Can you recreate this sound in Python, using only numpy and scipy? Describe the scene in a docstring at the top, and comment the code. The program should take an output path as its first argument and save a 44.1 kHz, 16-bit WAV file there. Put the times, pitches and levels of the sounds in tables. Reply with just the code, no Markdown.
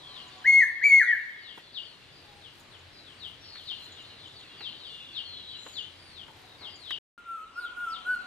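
"""In a forest, a hawk-cuckoo whistles loud arched notes while small birds drop falling chirps around it.
Trunks and leaves echo every note. Twigs tick and leaves rustle over a soft hush, a far drone and a
faint whirr; everything ducks under the loud call. After a short silent break the hush is thinner
and a lower, softer whistled call follows."""
import sys
import numpy as np
from scipy import signal
from scipy.fft import rfft, irfft
from scipy.io import wavfile
from scipy.ndimage import uniform_filter1d

SR = 44100
rng = np.random.default_rng(int(sys.argv[2]) if len(sys.argv) > 2 else 0)


def inscribe(sig):
    """Save sig as 16-bit PCM at rate SR to the path in sys.argv[1].

    A 1-D sig is mono; a 2-D sig holds one channel per row.
    Samples are clipped to [-1, 1] before scaling.
    """
    pcm = np.round(np.clip(np.atleast_2d(sig).T, -1, 1) * 32767)
    wavfile.write(sys.argv[1], SR, pcm.astype(np.int16))


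N = 364266
TIME = np.arange(N) / SR
BREAK_START_S, BREAK_END_S = 6.986, 7.178


def undb(db):
    """Decibels to gain."""
    return 10 ** (np.asarray(db) / 20)


def unit(x):
    """Scale to rms 1."""
    return x / np.sqrt(np.mean(x ** 2))


def pan(db):
    """Stereo gains, left over right by db."""
    return undb([[db / 2], [-db / 2]])


def curves(rows):
    """Interpolate each column over the time in the first."""
    time_s, *columns = np.transpose(rows)
    return [np.interp(TIME, time_s, column) for column in columns]


def wander(rate_hz):
    """Smooth random signal, rms 1."""
    step = max(int(SR / rate_hz), 1)
    held = np.repeat(rng.standard_normal(N // step + 1), step)[:N]
    return unit(uniform_filter1d(held, step))


def band(x, low_hz, high_hz):
    """Band-pass filter."""
    return signal.sosfilt(signal.butter(2, [low_hz, high_hz], "band", fs=SR, output="sos"), x)


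def stereo_noise(correlation):
    """White noise, partly shared by both channels."""
    common, side = rng.standard_normal((2, N))
    return unit(np.sqrt(1 + correlation) * common + np.sqrt(1 - correlation) * np.outer([1, -1], side))


def span(start_s, length_s):
    """Sample mask of a note and time since its start."""
    on = (TIME > start_s) & (TIME < start_s + length_s)
    return on, TIME[on] - start_s


def fade(t, length_s, attack_s, release_s):
    """1 at both ends of a note, 0 while held."""
    return np.maximum(1 - t / attack_s, 0) + np.maximum(1 - (length_s - t) / release_s, 0)


def glide(from_hz, to_hz, arch_hz=0):
    """Start, middle and end pitch; the middle lifted by arch_hz."""
    return [from_hz, (from_hz + to_hz) / 2 + arch_hz, to_hz]


def add_note(out, start_s, length_s, pitches_hz, level_db, flutter, peak_at=.5, ease=0):
    """Small bird's note: swells and dies along a three-pitch glide; ease slows the glide's ends."""
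    on, t = span(start_s, length_s)
    progress = t / length_s
    eased = progress - ease * np.sin(2 * np.pi * progress) / (2 * np.pi)
    hz = np.polyval(np.polyfit([0, .5, 1], pitches_hz, 2), eased) * flutter[on]
    phase = 2 * np.pi * np.cumsum(hz) / SR
    swell = np.sin(np.pi / 2 * np.interp(progress, [0, peak_at, 1], [0, 1, 0]))
    out[on] += np.sqrt(2) * undb(level_db) * swell * (np.sin(phase) + undb(-47) * np.sin(2 * phase))


# Echoes off near limbs and trunks: delay_s, gain_db
TRUNK_ECHOES = [(.00358, -13), (.00739, -8.5), (.01474, -15), (.04417, -15), (.0785, -15.5),
                (.09365, -19.5)]


def woods(x, wet_db, t60_s, scatter_db, pan_db, lag_samples):
    """Direct sound, twig scatter and trunk echoes, later on the right, plus a diffuse tail."""
    t = TIME[:int(1.5 * SR)]
    scatter = rng.standard_normal(len(t)) * (rng.random(len(t)) < .02)
    scatter *= np.exp(-t / .031) * (t > .006)
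    early = undb(scatter_db) * unit(scatter) / np.sqrt(len(t))
    early[0] = 1
    for delay_s, gain_db in TRUNK_ECHOES:
        early[int(round(delay_s * SR))] += undb(gain_db)
    noise = rng.standard_normal((2, len(t)))
    decay = np.exp(-np.log(1000) * t / t60_s)
    treble = 1.53 * band(noise, 3500, 17000) * decay ** 2  # leaves absorb it first
    tail = (band(noise, 200, 4500) * decay + treble) * (1 - np.exp(-t / .024))
    response = np.array([early, np.roll(early, lag_samples)])
    response += undb(wet_db) * unit(tail) * np.sqrt(.22 / len(t))
    return signal.fftconvolve(x[None], response * pan(pan_db), axes=1)[:, :N]


# Drone swell: time_s, gain_db
DRONE_SWELL = [(1.7, -5), (2.2, 10.5), (3.6, 8), (4.3, -5), (6.3, 6.5), (7.2, -7)]


def drone(pitch_hz=88.3, width_hz=8, base_db=-71.5):
    """Far, low, centred drone: a narrow noise band."""
    hum = unit(band(stereo_noise(.85), pitch_hz - width_hz / 2, pitch_hz + width_hz / 2))
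    return hum * undb(base_db + curves(DRONE_SWELL)[0])


# Hush spectra before and after the break: frequency_hz, density_db
EARLY_HUSH_SPECTRUM = [(25, -6.5), (60, -10.5), (95, -2.5), (135, -2.5), (190, -11), (330, -9), (650, -13),
                       (1300, -14), (2000, -13), (2700, -14), (4200, -15), (6000, -27.5), (9500, -32.5),
                       (15500, -47.5)]
LATE_HUSH_SPECTRUM = [(15, -42), (25, -10), (156, -22), (260, -17), (895, -25), (1240, -18.5), (1380, -5),
                      (1530, -25.5), (2770, -21), (4620, -36.5), (8350, -39), (13200, -54), (15500, -68)]
# Hush swell: time_s, gain_db
HUSH_SWELL = [(0, 1), (2.0, 4), (3.8, 0), (7.4, -0.55), (7.7, 3.5), (8.26, 5)]


def hush(spectrum, base_db, flicker_db=.9):
    """Distant foliage and rumble: octave bands waver separately; the bass slightly follows the drone."""
    hz, density_db = np.transpose(spectrum)
    octave = np.log2(np.maximum(np.fft.rfftfreq(N, 1 / SR), 1))
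    colour = undb(np.interp(octave, np.log2(hz), density_db))
    stereo_width = np.interp(octave, np.log2([100, 5000]), [.3, .8])
    mid, side = rfft(rng.standard_normal((2, N))) * colour
    stereo = mid + stereo_width * np.outer([1, -1], side)
    bass_db = -2.5 + .1 * curves(DRONE_SWELL)[0]
    out = 0
    for centre in range(5, 15):
        octave_band = irfft(stereo * np.maximum(1 - abs(octave - centre), 0), N)
        out += octave_band * undb(flicker_db * wander(9) + bass_db * (2 ** centre < 200))
    return unit(out) * undb(base_db + curves(HUSH_SWELL)[0]) * pan(1.85)


# Whirr resonances: centre_hz, gain_db
WHIRR_RESONANCES = [(740, -4.5), (860, -11.5), (1010, -0.5), (1135, -3.5)]
# Whirr envelope: time_s, level_db
WHIRR_ENVELOPE = [(0, -60), (.7, -53.5), (1.0, -88), (7.45, -71), (7.6, -59), (8.26, -58)]


def whirr(width_hz=24):
    """Faint whirr at the start and end: noise through narrow resonances."""
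    noise = stereo_noise(.46)
    ring = sum(undb(db) * band(noise, hz - width_hz / 2, hz + width_hz / 2)
               for hz, db in WHIRR_RESONANCES)
    return unit(ring) * undb(curves(WHIRR_ENVELOPE)[0])


# Chatter envelope: time_s, level_db
CHATTER_ENVELOPE = [(0, -46.5), (.4, -56), (1.7, -49.5), (2.9, -68), (3.9, -52), (5.5, -50), (6.7, -75.5),
                    (8.0, -55)]


def far_chatter(count=320, centre_hz=3500):
    """Many short, far slurs, blurred to a wash by the trees."""
    out, flutter = np.zeros(N), 1 + .02 * wander(400)
    for k, (offset, length, pitch, fall) in enumerate(rng.random((count, 4))):
        start_s = (k + offset) / count * TIME[-1] - .05
        hz = centre_hz * 2 ** (.7 * (pitch - .5))
        pitches_hz = hz * (1 + .18 * fall * np.array([1, 0, -1]))
        add_note(out, start_s, .063 + .11 * length, pitches_hz, 0, flutter)
    wash = woods(out, wet_db=1.5, t60_s=1, scatter_db=-3, pan_db=2.5, lag_samples=3)
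    return unit(wash) * undb(curves(CHATTER_ENVELOPE)[0])


# Falling chirps: start_s, length_s, start_hz, level_db
FALLING_CHIRPS = [(0.061, .17, 4724, -48), (.96, .18, 4700, -44), (1.38, .16, 4890, -40.5),
                  (1.722, 0.086, 4740, -31.5), (2.393, 0.1, 4540, -47), (2.682, 0.1, 4830, -51),
                  (2.977, 0.17, 4350, -52), (3.172, 0.12, 4760, -40.5), (3.385, 0.11, 4300, -57),
                  (3.452, 0.19, 5440, -50), (3.644, .092, 4835, -36.5), (3.904, 0.13, 4450, -52),
                  (4.172, 0.11, 4900, -51.5), (4.565, .14, 4840, -39.5), (4.741, 0.17, 4980, -46.5),
                  (5.123, 0.088, 4700, -36), (5.448, .13, 4180, -48), (5.727, 0.091, 4810, -36.5),
                  (6.105, .14, 4620, -47.5), (6.575, 0.12, 4940, -42.5), (6.748, 0.18, 4850, -45.5),
                  (6.882, 0.067, 4300, -34), (7.517, 0.19, 5780, -50.5), (7.878, 0.11, 5840, -42.5)]


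def chirpers(end_hz=2694, beak_hz=3200, beak_width_hz=850, bypass=.14):
    """Two-voiced chirps slide down and bloom as they pass the beak resonance."""
    out, flutter = np.zeros(N), 1 + .02 * wander(600)
    for start_s, length_s, start_hz, level_db in FALLING_CHIRPS:
        arch_hz = 3000 * (length_s - .125)  # long chirps arch, short ones sag
        pitches_hz = glide(start_hz, end_hz, arch_hz)
        add_note(out, start_s, length_s, pitches_hz, level_db, flutter, peak_at=.7, ease=.3)
        join_s = .31 * length_s  # weaker upper voice
        add_note(out, start_s + join_s, length_s - join_s, glide(5360, 4340), level_db - 13.5, flutter)
    ring = signal.lfilter(*signal.iirpeak(beak_hz, beak_hz / beak_width_hz, fs=SR), out)
    return bypass * out + (1 - bypass) * ring


# Downward flicks: start_s, level_db
TINY_FLICKS = [(.273, -60), (.377, -62), (2.6, -58), (2.785, -63), (3.839, -60), (3.917, -55.5),
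               (4.015, -63), (4.27, -63), (4.396, -63), (6.754, -57.5)]
# Longer, fainter slurs: start_s, length_s, start_hz
TINY_SLURS = [(1.87, .062, 9200), (2.344, 0.079, 8500), (2.687, 0.066, 8800), (3.087, 0.1, 8300),
              (5.98, 0.18, 9800), (6.774, 0.074, 9150)]


def tiny_bird(flick_s=.016, flick_hz=(7550, 7000, 6060), slur_end_hz=8200, slur_db=-70):
    """Quick, clean, very high notes from close by."""
    out, flutter = np.zeros(N), 1 + .0049 * wander(320)
    for start_s, level_db in TINY_FLICKS:
        add_note(out, start_s, flick_s, flick_hz, level_db, flutter)
    for start_s, length_s, start_hz in TINY_SLURS:
        add_note(out, start_s, length_s, glide(start_hz, slur_end_hz, arch_hz=249), slur_db, flutter)
    return woods(out, wet_db=0, t60_s=.54, scatter_db=-17, pan_db=-4, lag_samples=1)


def cuckoo_voice(notes, overtones_db, waver, rasp_db, throat_hz, throat_width_hz):
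    """Trembling whistle and its overtones, which ring out when the pitch nears throat_hz."""
    whistle, overtones = np.zeros((2, N))
    tremble = 1 + waver * wander(180)
    rasp = 1 + undb(rasp_db) * unit(band(rng.standard_normal(N), 350, 2000))
    for on, *contours in notes:
        hz, level_db = (uniform_filter1d(contour, SR // 160) for contour in contours)
        phase = 2 * np.pi * np.cumsum(hz * tremble[on]) / SR
        envelope = np.sqrt(2) * undb(level_db) * rasp[on] * signal.windows.tukey(len(phase), .05)
        resonance = np.exp(-((hz - throat_hz) / throat_width_hz) ** 2)
        harmonics = sum(undb(db) * np.sin(k * phase) for k, db in enumerate(overtones_db, 2))
        whistle[on] += envelope * np.sin(phase)
        overtones[on] += envelope * resonance * harmonics
    return whistle, overtones


def loud_note(start_s, length_s, crest_hz, shoulder_hz, end_hz, level_db, release_s, dip_at_s):
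    """Pitch sweeps to the crest, sags to the shoulder, then drops; the level dips briefly."""
    launch_hz, rise_hz_per_s, settle_s, drop_s = 1496, 18500, .05, .053
    on, t = span(start_s, length_s)
    rise_s = (crest_hz - launch_hz) / rise_hz_per_s
    hz = launch_hz + (crest_hz - launch_hz) * np.sin(np.pi / 2 * np.minimum(t / rise_s, 1))
    hz += (shoulder_hz - crest_hz) * (1 - np.exp(-np.maximum(t - rise_s, 0) / settle_s))
    hz += (end_hz - hz) * np.maximum(1 - (length_s - t) / drop_s, 0)
    fade_db = -23.5 * fade(t, length_s, attack_s=.035, release_s=release_s)
    dip_db = -9 * np.exp(-((TIME[on] - dip_at_s) / .007) ** 2)
    return on, hz, level_db + fade_db + dip_db


# Loud call: start_s, length_s, crest_hz, shoulder_hz, end_hz, level_db, release_s, dip_at_s
LOUD_CALL = [(0.442, .205, 2160, 2162, 1594, -14, 0.015, .513),
             (0.81, .232, 2332, 2135, 1300, -12.5, .026, .899),
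             (1.046, .116, 1964, 1847, 1543, -15.5, 0.032, 1.108)]
# Harmonics from the second up: gain_db
LOUD_HARMONICS_DB = [-29.5, -30.5, -40, -40.5, -53.5, -54.5]


def loud_cuckoo(sizzle_db=-47, drop_band_hz=(1500, 1950)):
    """Arched whistles with more scattered overtones; a faint high sizzle follows each note's drop."""
    notes = [loud_note(*row) for row in LOUD_CALL]
    whistle, overtones = cuckoo_voice(notes, LOUD_HARMONICS_DB, waver=.0047, rasp_db=-36.5,
                                      throat_hz=2320, throat_width_hz=314)
    body = woods(whistle, wet_db=-4.5, t60_s=.89, scatter_db=-4, pan_db=3, lag_samples=2)
    edge = woods(overtones, wet_db=8, t60_s=.81, scatter_db=-2, pan_db=0, lag_samples=1)
    drop = band(band(body[0], *drop_band_hz), *drop_band_hz)
    envelope = np.abs(uniform_filter1d(np.abs(drop), SR // 25)) ** .72
    sizzle = envelope * unit(band(stereo_noise(.28), 12000, 13700))
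    return body + edge + undb(sizzle_db) * sizzle


# Twig ticks: start_s, knock_db, crack_db, decay_s
TWIG_TICKS = [(1.576, -36.5, -50, .011), (3.556, -72, -44, 0.015), (3.712, -48.5, -53, 0.012),
              (4.607, -45, -44, 0.012), (5.663, -41.5, -47, 0.0094), (6.281, -47, -61, .012),
              (6.611, -50.5, -73, 0.1), (6.907, -38, -25, 0.0036)]
# Knock, crack and snap bands: low_hz, high_hz
TWIG_BANDS = [(210, 1350), (1400, 2800), (4500, 7700)]


def twigs(snap_re_crack_db=-27):
    """Dry ticks: low knock, mid crack and high snap decay together."""
    out = 0
    for k, edges_hz in enumerate(TWIG_BANDS):
        envelope = np.zeros(N)
        for start_s, knock_db, crack_db, decay_s in TWIG_TICKS:
            levels_db = knock_db, crack_db, crack_db + snap_re_crack_db
            on = (TIME >= start_s) & (TIME < start_s + .2)
            envelope[on] += undb(levels_db[k]) * np.exp(-(TIME[on] - start_s) / decay_s)
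        out += envelope * unit(band(stereo_noise(.63), *edges_hz))
    return out


# Leaf rustles: centre_s, width_s, level_db
LEAF_RUSTLES = [(1.58, 0.027, -58), (2.28, 0.13, -69), (2.581, 0.048, -61), (3.3, .04, -69.5),
                (3.621, 0.08, -69), (3.84, 0.06, -64), (5.7, 0.086, -65.5), (6.43, .18, -70),
                (6.9, .07, -70)]


def leaves(grain_db=3):
    """Short swells of bright, grainy noise."""
    envelope = sum(undb(level_db) * np.exp(-((TIME - centre_s) / width_s) ** 2)
                   for centre_s, width_s, level_db in LEAF_RUSTLES)
    grain = undb(grain_db * wander(340))
    return envelope * unit(grain * band(stereo_noise(.1), 3300, 13600))


# Far whistles: start_s, length_s, pitch_hz, fall_hz, level_db
THIN_WHISTLES = [(1.815, 0.1, 4400, 794, -51), (2.092, 0.18, 4700, 498, -57.5),
                 (2.24, 0.13, 815, 65, -59.5), (2.911, 0.1, 4800, 850, -58), (2.92, .13, 3990, 200, -56),
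                 (3.388, 0.14, 5230, 1197, -57.5), (3.42, 0.2, 4330, 400, -50), (3.59, 0.36, 4164, 81, -52),
                 (4.82, 0.34, 3520, 124, -52.5), (4.846, 0.22, 2857, 116, -53.5),
                 (5.215, 0.2, 4160, 540, -47.5), (5.291, .2, 3330, 375, -52.5),
                 (5.341, 0.35, 4010, -170, -51), (5.925, 0.26, 4670, 749, -61),
                 (6.267, 0.061, 880, 143, -60), (6.365, 0.03, 730, 34, -57), (6.42, 0.166, 3770, 347, -60),
                 (6.58, 0.14, 2105, 148, -61), (6.66, 0.13, 4750, 503, -56)]


def thin_whistlers(bow=.017, straight_s=.19):
    """Far birds' thin glides: shorter than straight_s they arch, longer they sag."""
    out, flutter = np.zeros(N), 1 + .013 * wander(500)
    for start_s, length_s, pitch_hz, fall_hz, level_db in THIN_WHISTLES:
        arch_hz = bow * pitch_hz * np.tanh((straight_s - length_s) / .0617)
        pitches_hz = glide(pitch_hz + fall_hz / 2, pitch_hz - fall_hz / 2, arch_hz)
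        add_note(out, start_s, length_s, pitches_hz, level_db, flutter)
    return out


# Wheeze contour: time_s, pitch_hz, level_db
WHEEZE_CONTOUR = [(5.56, 7240, -63), (5.62, 7100, -57), (5.73, 7000, -57), (5.84, 6230, -72)]


def wheeze():
    """One high bird note whose pitch shakes fast."""
    hz, level_db = curves(WHEEZE_CONTOUR)
    phase = 2 * np.pi * np.cumsum(hz * (1 + .0276 * wander(900))) / SR
    on = (TIME > WHEEZE_CONTOUR[0][0]) & (TIME < WHEEZE_CONTOUR[-1][0])
    return np.sin(phase) * undb(level_db) * on


def soft_note(start_s, length_s, pitch_hz, arch_hz, step_hz, level_db, tilt_db):
    """A shallow arch, or a slide to a lower pitch just past the middle."""
    on, t = span(start_s, length_s)
    progress = t / length_s
    step = (1 + np.tanh((t - .57 * length_s) / .018)) / 2
    hz = pitch_hz - arch_hz * (2 * progress - 1) ** 2 - step_hz * step
    fade_db = -17 * fade(t, length_s, attack_s=.025, release_s=.012)
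    return on, hz, level_db + tilt_db * (progress - .5) + fade_db


# Soft call: start_s, length_s, pitch_hz, arch_hz, step_hz, level_db, tilt_db
SOFT_CALL = [(7.153, 0.062, 1398, -1, 1, -50.5, -3), (7.253, 0.19, 1350, -40, 84, -44, -3),
             (7.554, 0.11, 1446, 103, -8, -35.5, 0), (7.747, .197, 1422, -22.5, 106.5, -38.5, -1.5),
             (8.049, 0.12, 1492, 100.5, -1, -31, -1.5)]
# Harmonics from the second up: gain_db
SOFT_HARMONICS_DB = [-26, -42, -53, -37, -31.5, -34.5, -39, -35, -39]


def soft_cuckoo():
    """Lower, steadier whistle; nearly dry overtones give a glassy edge."""
    notes = [soft_note(*row) for row in SOFT_CALL]
    whistle, overtones = cuckoo_voice(notes, SOFT_HARMONICS_DB, waver=.0012, rasp_db=-45,
                                      throat_hz=1295, throat_width_hz=260)
    edge = woods(overtones, wet_db=-19, t60_s=.53, scatter_db=-17, pan_db=1, lag_samples=1)
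    body = woods(whistle, wet_db=-2, t60_s=.66, scatter_db=-4, pan_db=1.5, lag_samples=1)
    return body + edge


def scene():
    """Birds near and far among the trees, mostly left, over the forest background."""
    near = woods(chirpers(), wet_db=-1, t60_s=.4, scatter_db=-1, pan_db=9.5, lag_samples=3)
    far = woods(thin_whistlers() + wheeze(), wet_db=5, t60_s=.7, scatter_db=-1.5,
                pan_db=4.5, lag_samples=3)
    early_hush = hush(EARLY_HUSH_SPECTRUM, base_db=-53)
    late_hush = hush(LATE_HUSH_SPECTRUM, base_db=-55)
    background = np.where(TIME < BREAK_END_S, early_hush, late_hush)
    birds = loud_cuckoo() + soft_cuckoo() + undb(-.5) * near + far + tiny_bird() + far_chatter()
    return birds + twigs() + leaves() + drone() + whirr() + background


def gain_control(x, threshold_db=-15, release_s=1.58):
    """2:1 compressor: gain drops at once on loud peaks and creeps back."""
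    release = np.exp(-TIME / release_s)
    held_peak = np.maximum.accumulate(np.abs(x).max(axis=0) / release) * release
    gain = np.maximum(held_peak / undb(threshold_db), 1) ** -.5
    return x * uniform_filter1d(gain, SR // 200)


def record(dry):
    """Gain control, the silent break and a steep top cut."""
    audible = (TIME < BREAK_START_S) | (TIME > BREAK_END_S)
    lowpass = signal.ellip(10, .2, 80, 15500, fs=SR, output="sos")
    return signal.sosfilt(lowpass, gain_control(dry) * audible)


dry = scene()
out = record(dry)
inscribe(out)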